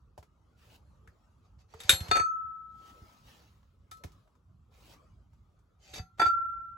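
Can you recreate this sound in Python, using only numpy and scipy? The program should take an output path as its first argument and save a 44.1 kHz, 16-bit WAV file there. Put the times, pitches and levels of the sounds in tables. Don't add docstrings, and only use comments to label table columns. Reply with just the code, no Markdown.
import sys
import numpy as np
from scipy import signal
from scipy.fft import rfft, irfft, next_fast_len
from scipy.io import wavfile
from scipy.ndimage import uniform_filter1d

SR = 44100
rng = np.random.default_rng(int(sys.argv[2]) if len(sys.argv) > 2 else 0)


def generate_wav(sig):
    pcm = np.round(np.clip(np.atleast_2d(sig).T, -1, 1) * 32767).astype(np.int16)
    wavfile.write(sys.argv[1], SR, pcm)


N = 298557
TIME = np.arange(N) / SR

# f/Hz, level/dB
RUMBLE_SPECTRUM = [(15, -33.5), (28, -16.5), (40, 1), (60, 4.5), (105, 0.5), (135, -6), (193, -9.5),
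                   (330, -25), (500, -42), (900, -89.5)]
AIR_SPECTRUM = [(100, 2), (250, 4.5), (500, 1), (900, -3), (1250, 3.5), (1700, -13.5), (2600, -15),
                (4000, -17), (6500, -20), (9000, -23), (15500, -31)]
FIBRE_SPECTRUM = [(150, 6), (400, 4.5), (800, 7), (1200, 2), (1800, 0.5), (3200, 2.5), (5500, -1.5),
                  (8000, -7), (11000, -9.5), (15500, -8)]
SCRAPE_SPECTRUM = [(200, -11.5), (500, 5.5), (750, -1), (1100, -6.5), (1900, -4), (3600, -3), (5400, -3),
                   (6500, -5), (8000, -12), (10000, -19), (11500, -16.5), (15500, -27)]
PRONG_SPECTRUM = [(100, -12.5), (550, -12.5), (850, -21.5), (1500, 3), (2600, -2), (3700, 0), (4600, -8),
                  (6800, -8.5), (7800, -4.5), (8600, -12), (10000, -12), (11100, -10), (12200, -14),
                  (16000, -19)]
KNOCK_SPECTRUM = [(60, -4), (200, -5), (320, 1.5), (500, -5.5), (800, 3), (1050, -3), (1500, 4.5),
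                  (2400, -4.5), (3200, -15.5), (5000, -21.5), (8000, -21.5), (11000, -25), (16000, -36.5)]

# f/Hz, t60/s
ROOM_DECAY = [(100, 0.3), (500, 0.12), (2000, 0.16), (8000, .15), (16000, 0.043)]
# f/Hz, coherence
COHERENCE = [(100, 1), (300, 0.51), (700, 0.5), (1800, 0.28), (3500, 0.23), (5300, .5), (7000, .8),
             (9000, 1), (16000, 0.99)]
# f/Hz, lag/rad
WIDENING_LAG = [(100, 0), (7000, 0), (8000, -1.3), (9000, -3.1), (10000, -4.4), (10600, -6.28),
                (11600, -6.28), (13000, -9.4), (13700, -9.6), (14600, -12.57)]

# f/Hz, level/dB, t60/s
TABLE_MODES = [(83.7, 0, 0.071), (103, -10, .08), (135, -16, 0.1), (170, -24, 0.26)]
RUBBED_MODES = [(485, -5, 0.071), (752.4, -3, 0.27), (2010, -4.5, .08), (2600, -2, 0.13), (3560, 0, .07),
                (3680, -3, .09), (4647, 0, .14), (6318, -1, 0.16), (7640, -6, 0.08), (11400, -10, .1)]
FOOT_MODES = [(535, -24, .22), (1442, -11.5, .1), (1795, -11, 0.058), (2420, -14, .115), (3159, -19, .13),
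              (3215, -17, 0.15), (3510, -13.5, .12), (3665, 3, 0.075), (3736, -7, .13), (3900, -19, .073),
              (4210, -24.5, .7), (5960, -24, .14), (6285, -27, .22), (6450, -20, .14), (6750, -22, .15),
              (7500, -18.5, .14), (7700, -13, 0.17), (7520, -13.5, .16), (7842, -12, .11),
              (8150, -15.5, .2), (10950, -16, 0.17), (11030, -14.5, 0.16), (11330, -14.5, 0.33),
              (15150, -26.5, .1)]
BULB_MODES = [(400, -9, .07), (440, -9, .07), (555, -9, .07), (715, -5, .06), (750, -2, .06),
              (894, -6, .06), (1733, -5, .06), (1915, -6, .06), (2240, -8, .06), (2380, -7, .05)]
OVERTONES_A = [(2464, -13, .3), (2757, -18, 0.17), (3640, -8, .08), (3598, -11, .16), (4249, -35.5, .22),
               (4444, -4, 0.2), (5490, -18.5, 0.069), (6370, -29.5, 0.28), (6360, -19, 0.57),
               (6560, -15, .07), (7820, -23, 0.088), (7900, -15, .12), (10900, -23, 0.13),
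               (12130, -32.5, .07), (14970, -38, .08)]
OVERTONES_B = [(2336, -12, .12), (2600, -21, .18), (3490, -12, .21), (3590, -17, .13), (3768, -27, .15),
               (4638, -4, .1), (4662, -12, .1), (6250, -18, .18), (7520, -18, .07), (8108, -26, .14),
               (8158, -24, .14), (10500, -28, .07)]
# f/Hz, level/dB, t60/s, balance/dB, right lag/rad, drift as the glass turns/(rad/s)
TWINS_A = [(1303.4, 0, 1.5, 5, -2.3, 4.6), (1323.9, 1, 1.05, -.5, 2, .9)]
TWINS_B = [(1352.6, 0, 1.35, -1, .7, -.8), (1378.4, -.3, 1.1, -1.5, -1.5, -1.4)]

# t/s, length/s, catch/s, release/s, end level/dB
SLEEVE_DRAGS = [(0.557, 0.2, 0.035, 0.02, -61), (2.67, .23, 0.24, .045, -59),
                (2.954, 0.15, .02, 0.2, -64.5), (3.236, 0.064, 0.043, 0.13, -61),
                (4.04, .03, 0.021, 0.093, -69), (4.701, 0.239, 0.042, 0.022, -57.5),
                (5.3, .04, .03, .25, -83.5)]
# t/s of fastest motion, half length/s, level/dB
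ARM_REACHES = [(0.805, 0.37, -74), (1.35, 0.27, -77), (2.939, 0.23, -68.5), (3.353, .2, -73.5),
               (4.092, 0.2, -72.5), (4.963, 0.21, -70.5), (5.249, 0.28, -92.5)]
# t/s, level/dB
TABLE_THUDS = [(0.186, -39.5), (1.08, -46.5), (1.746, -41), (1.848, -37.5), (1.895, -35), (1.931, -23.5),
               (2.009, -23.5), (2.09, -27.5), (2.119, -31), (2.201, -32.5), (3.018, -38.5), (4.048, -30.5),
               (5.997, -27), (6.198, -38.5), (6.26, -33)]
# t/s, knock level/dB, f/Hz, width/oct, tick level/dB
TABLE_TAPS = [(0.1775, -43, 704, 0.55, -59), (0.227, -53, 760, 1.3, -66.5), (1.0744, -50, 1560, 0.28, -68),
              (1.738, -44.5, 880, .9, -63.5), (3.024, -51, 278, 0.26, -85), (3.63, -66, 700, 1.5, -94.5),
              (3.912, -63, 1300, 1.5, -50), (3.97, -75, 1305, 1.5, -64), (4.037, -42, 1000, 1.5, -50),
              (4.042, -37.5, 354, 0.32, -76), (4.119, -77, 600, 1.5, -67), (4.275, -61.5, 600, 1, -91),
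              (4.352, -66.5, 1130, 0.35, -80), (5.332, -69.5, 900, 1, -79), (5.59, -73, 888, 1, -79.5)]
# t/s, length/s, catch/s, end level/dB of scrape and of rub
GLASS_PULLS = [(1.417, 0.051, .03, -78, -93), (1.582, 0.038, 0.0086, -67.5, -83),
               (1.677, 0.15, 0.032, -60.5, -67.5), (1.791, 0.096, .004, -51, -70),
               (1.881, 0.067, 0.0064, -41.5, -53.5), (1.947, .15, .004, -53.5, -50.5),
               (2.101, 0.076, .004, -44, -53), (3.249, 0.19, 0.048, -72.5, -71),
               (5.784, 0.166, 0.071, -54.5, -78), (5.934, 0.05, 0.0023, -42, -56),
               (6.175, 0.11, 0.02, -50.5, -48)]
# t/s, ring level/dB, crack level/dB
PRONG_SNAPS = [(1.8025, -44.5, -41), (1.834, -57, -44.5), (1.8934, -12.5, -12.5), (1.903, -30, -20),
               (1.9277, -33, -27.5), (1.943, -39, -34), (2.004, -50, -40), (2.083, -60.5, -43.5),
               (5.9384, -47.5, -46.5)]
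# t/s, note level/dB, overtone level/dB, tilt/(dB/oct), knock level/dB
BLOWS_A = [(1.894, -47, -31.5, 6, -51), (2.1122, -18, -20.5, -1.5, -20), (2.1542, -42, -31.5, -0.5, -26.5),
           (2.168, -31.5, -36.5, 10, -24), (2.178, -42, -42, 3.5, -45.5), (2.1968, -38.5, -41, 3.5, -27.5)]
BLOWS_B = [(5.975, -60, -56, 0, -67), (5.992, -61.5, -70, 0.36, -44), (6.1951, -28.5, -34.5, 0.73, -27),
           (6.199, -19.5, -28, 0.12, -24.5), (6.2162, -19, -33.5, 0, -20), (6.226, -27, -38, 0.069, -36),
           (6.259, -34, -36, 1.95, -31)]
SET_DOWN_A = [(3.915, -42.5, -51, 0.0089, -50.5)]


def amp(db):
    return 10 ** (np.asarray(db) / 20)


def unit_rms(x):
    return x / np.sqrt(np.mean(x ** 2) + 1e-20)


def lookup(points, hz):
    f, value = np.transpose(points)
    return np.interp(np.log(hz + 1), np.log(f + 1), value)


def add(mix, at_s, sound):
    part = mix[..., round(at_s * SR):][..., :sound.shape[-1]]
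    part += sound[..., :part.shape[-1]]


def cohere(x):
    size = x.shape[-1]
    n_fft = next_fast_len(size)
    a, b = rfft(x, n_fft)
    same = np.clip(lookup(COHERENCE, np.fft.rfftfreq(n_fft, 1 / SR)), -1, 1)
    return irfft(np.array([a, same * a + np.sqrt(1 - same ** 2) * b]), n_fft)[:, :size]


def noise(size=N):
    return cohere(rng.standard_normal((2, size)))


def colour(x, spectrum, size=4096):
    gain_db = np.maximum(lookup(spectrum, abs(np.fft.fftfreq(size, 1 / SR))), -100)
    log_response = np.conj(signal.hilbert(np.log(amp(gain_db))))
    fir = np.fft.ifft(np.exp(log_response)).real
    return signal.oaconvolve(x, fir[None] / np.linalg.norm(fir), axes=1)[:, :x.shape[1]]


def hump(hz, width_oct, slope_db_per_oct=3):
    grid_hz = np.geomspace(40, 20000, 160)
    away_oct = np.log2(grid_hz / hz)
    peak_db = -20 * np.log10(1 + (away_oct / width_oct) ** 2)
    return np.c_[grid_hz, peak_db - slope_db_per_oct * np.maximum(away_oct, 0)]


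def patchy(x, depth_db, size=1024):
    bands = signal.stft(x, nperseg=size)[2]
    patches = uniform_filter1d(rng.standard_normal(bands.shape[1:]), size=4, axis=0)
    patches = unit_rms(uniform_filter1d(patches, size=5, axis=1))
    return signal.istft(bands * amp(depth_db * patches), nperseg=size)[1][:, :N]


def grains(per_s, spread_db):
    strength = amp(spread_db * np.minimum(rng.exponential(1, N), 4))
    slipping = rng.random(N) < per_s / SR
    return unit_rms(cohere(strength * slipping * rng.standard_normal((2, N))))


def pull(start_s, length_s, catch_s, release_s=0.0048, build_db_per_s=50):
    past_end_s = TIME - start_s - length_s
    catch = np.clip((TIME - start_s) / catch_s, 0, 1)
    build = amp(build_db_per_s * np.minimum(past_end_s, 0))
    return catch * build * np.exp(-np.clip(past_end_s / release_s, 0, 20))


def burst(t60_s, rise_s=0.00027, size=16384):
    t = TIME[:size]
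    return noise(size) * amp(-60 * t / t60_s) * (1 - np.exp(-t / rise_s))


def ring(modes, tilt_db_per_oct=0, scatter_db=2, chatter_db=2, pivot_hz=4000, size=14000):
    t, out = TIME[:size], np.zeros((2, size))
    sides = np.array([[1], [-1]])
    for (hz, db, t60_s), (phase, strength, lag) in zip(modes, rng.standard_normal((len(modes), 3))):
        level_db = db + scatter_db * strength + tilt_db_per_oct * np.log2(hz / pivot_hz)
        out += amp(level_db - 60 * t / t60_s) * np.sin(2 * np.pi * (hz * t + phase) + .5 * lag * sides)
    chatter = unit_rms(uniform_filter1d(rng.standard_normal(size), size=150)) * np.exp(-t / 0.072)
    taper = np.cos(np.pi / 2 * t / t[-1]) ** 2
    rise = 1 - np.exp(-t / .0009)
    return out * rise * amp(chatter_db * chatter) * taper


def background(rumble_db=-61.5, air_db=-78):
    swell = unit_rms(np.interp(TIME, np.linspace(0, TIME[-1], num=70), rng.standard_normal(70)))
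    rumble = unit_rms(colour(noise(), RUMBLE_SPECTRUM) * amp(3.1 * swell))
    air = patchy(colour(noise(), AIR_SPECTRUM), depth_db=4.0)
    return amp(rumble_db) * rumble * amp([[-.8], [.8]]) + amp(air_db) * air * amp([[1], [-1]])


def room(x, rise_s=0.0013, size=16384):
    hz, t, bands = signal.stft(noise(size), SR, nperseg=256)
    decay = amp(-60 * t / lookup(ROOM_DECAY, hz)[:, None])
    tail = signal.istft(bands * decay, SR, nperseg=256)[1][:, :size]
    tail *= 1 - np.exp(-TIME[:size] / rise_s)
    return signal.oaconvolve(x, tail / np.linalg.norm(tail[0]), axes=1)[:, :N]


def sleeve(edge_drop_db=8.5):
    fibres = patchy(colour(grains(per_s=14000, spread_db=1.0), FIBRE_SPECTRUM), depth_db=3.5)
    drag = sum(amp(db) * pull(*shape) for *shape, db in SLEEVE_DRAGS)
    folds = patchy(colour(noise(), AIR_SPECTRUM), depth_db=5.5)
    motion = sum(amp(db - edge_drop_db * np.minimum(((TIME - at_s) / half_s) ** 2, 10))
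                 for at_s, half_s, db in ARM_REACHES)
    return amp(-2) * fibres * drag + folds * motion * amp([[1], [-1]])


def table_thuds(rise_s=0.0034):
    out, t = np.zeros(N), TIME[:SR // 2]
    swing = sum(amp(db - 60 * t / t60_s) * np.sin(2 * np.pi * hz * t) for hz, db, t60_s in TABLE_MODES)
    swing *= 1 - np.exp(-t / rise_s)
    for at_s, db in TABLE_THUDS:
        add(out, at_s, amp(db) * swing)
    return out * amp([[-.7], [.7]])


def table_taps():
    out = np.zeros((2, N))
    for at_s, knock_db, hz, width_oct, tick_db in TABLE_TAPS:
        add(out, at_s, amp(knock_db) * colour(burst(t60_s=.045), hump(hz, width_oct)))
        add(out, at_s, amp(tick_db) * colour(burst(t60_s=.1), hump(hz=5900, width_oct=1.7)))
    return out


def air_column(at_s=1.741, level_db=-50, start_hz=440, glide_hz_per_s=450, t60_s=.3):
    out, t = np.zeros((2, N)), TIME[:SR // 2]
    cycles = np.cumsum(start_hz + glide_hz_per_s * t) / SR
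    envelope = amp(level_db - 60 * t / t60_s) * (1 - np.exp(-t / .003))
    add(out, at_s, envelope * np.sin(2 * np.pi * cycles))
    return out


def glass_slides():
    scrape_envelope = sum(amp(db) * pull(*shape) for *shape, db, _ in GLASS_PULLS)
    rub_envelope = sum(amp(db) * pull(*shape) for *shape, _, db in GLASS_PULLS)
    slips = grains(per_s=4200, spread_db=0.5) * scrape_envelope
    rub = grains(per_s=3000, spread_db=2.5) * rub_envelope
    body = ring(RUBBED_MODES, scatter_db=0.5)
    singing = signal.oaconvolve(slips, body / np.linalg.norm(body[0]), axes=1)[:, :N]
    scrape = patchy(colour(slips, SCRAPE_SPECTRUM), depth_db=3.5)
    return amp(-5.5) * scrape + amp(-6) * singing + colour(rub, hump(hz=720, width_oct=1.8))


def prong_snaps():
    rings, cracks = np.zeros((2, N)), np.zeros((2, N))
    for at_s, ring_db, crack_db in PRONG_SNAPS:
        add(rings, at_s, amp(ring_db) * ring(FOOT_MODES, scatter_db=1.0))
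        add(cracks, at_s, amp(crack_db - 2) * burst(t60_s=0.072))
    return rings * amp([[1], [-1]]) + colour(cracks, PRONG_SPECTRUM)


def clinks(modes, blows):
    rings, cracks = np.zeros((2, N)), np.zeros((2, N))
    for at_s, _, overtone_db, tilt_db_per_oct, knock_db in blows:
        add(rings, at_s, amp(overtone_db) * ring(modes, tilt_db_per_oct))
        add(rings, at_s, amp(knock_db - 5.5) * ring(BULB_MODES))
        add(cracks, at_s, amp(knock_db - 3) * burst(t60_s=.05))
    return rings + colour(cracks, KNOCK_SPECTRUM)


def bell_note(twins, blows, start_s, grip_db_per_s=0, contact_db=4.5, upper_start=0.24, fill_s=0.048):
    out, age_s = np.zeros((2, N)), TIME[:2 * SR]
    t = TIME - start_s
    rise = 1 - np.exp(-age_s / 0.00037)
    contact = amp(contact_db * np.exp(-age_s / 0.14) - 6.5)
    upper_share = 1 - (1 - upper_start) * np.exp(-(t / fill_s) ** 4)
    for (hz, db, t60_s, pan_db, lag_rad, drift_rad_per_s), share in zip(twins, (1, upper_share)):
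        fade = rise * contact * amp(db - (60 / t60_s + grip_db_per_s) * age_s)
        energy = np.zeros(N)
        for at_s, note_db, *_ in blows:
            add(energy, at_s, (amp(note_db) * fade) ** 2)
        phase_rad = 2 * np.pi * hz * t
        left = amp(pan_db / 2) * np.sin(phase_rad)
        right = amp(-pan_db / 2) * np.sin(phase_rad - lag_rad - drift_rad_per_s * t)
        out += share * np.sqrt(energy) * np.array([left, right])
    return out


def scene():
    contacts = clinks(OVERTONES_A, BLOWS_A) + clinks(FOOT_MODES, SET_DOWN_A)
    contacts += clinks(OVERTONES_B, BLOWS_B)
    contacts += prong_snaps() + glass_slides() + table_taps() + air_column()
    notes = bell_note(TWINS_A, BLOWS_A, start_s=2.116) + bell_note(TWINS_B, BLOWS_B, start_s=6.197)
    gripped = bell_note(TWINS_A[:1], SET_DOWN_A, start_s=SET_DOWN_A[0][0], grip_db_per_s=108)
    return contacts + amp(-10.5) * room(contacts) + notes + gripped + table_thuds() + sleeve() + background()


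def record(dry, low_cut_hz=42, high_cut_hz=16000):
    n_fft = next_fast_len(N + 4096)
    highpass = signal.butter(3, low_cut_hz, "high", fs=SR, output="sos")
    left, right = rfft(signal.sosfilt(highpass, dry), n_fft)
    lag_rad = lookup(WIDENING_LAG, np.fft.rfftfreq(n_fft, 1 / SR))
    widened = irfft(np.array([left, right * np.exp(-1j * lag_rad)]), n_fft)[:, :N]
    lowpass = signal.firwin(511, high_cut_hz, window=("kaiser", 9), fs=SR)
    return signal.oaconvolve(widened, lowpass[None], "same")


dry = scene()
out = record(dry)
generate_wav(out)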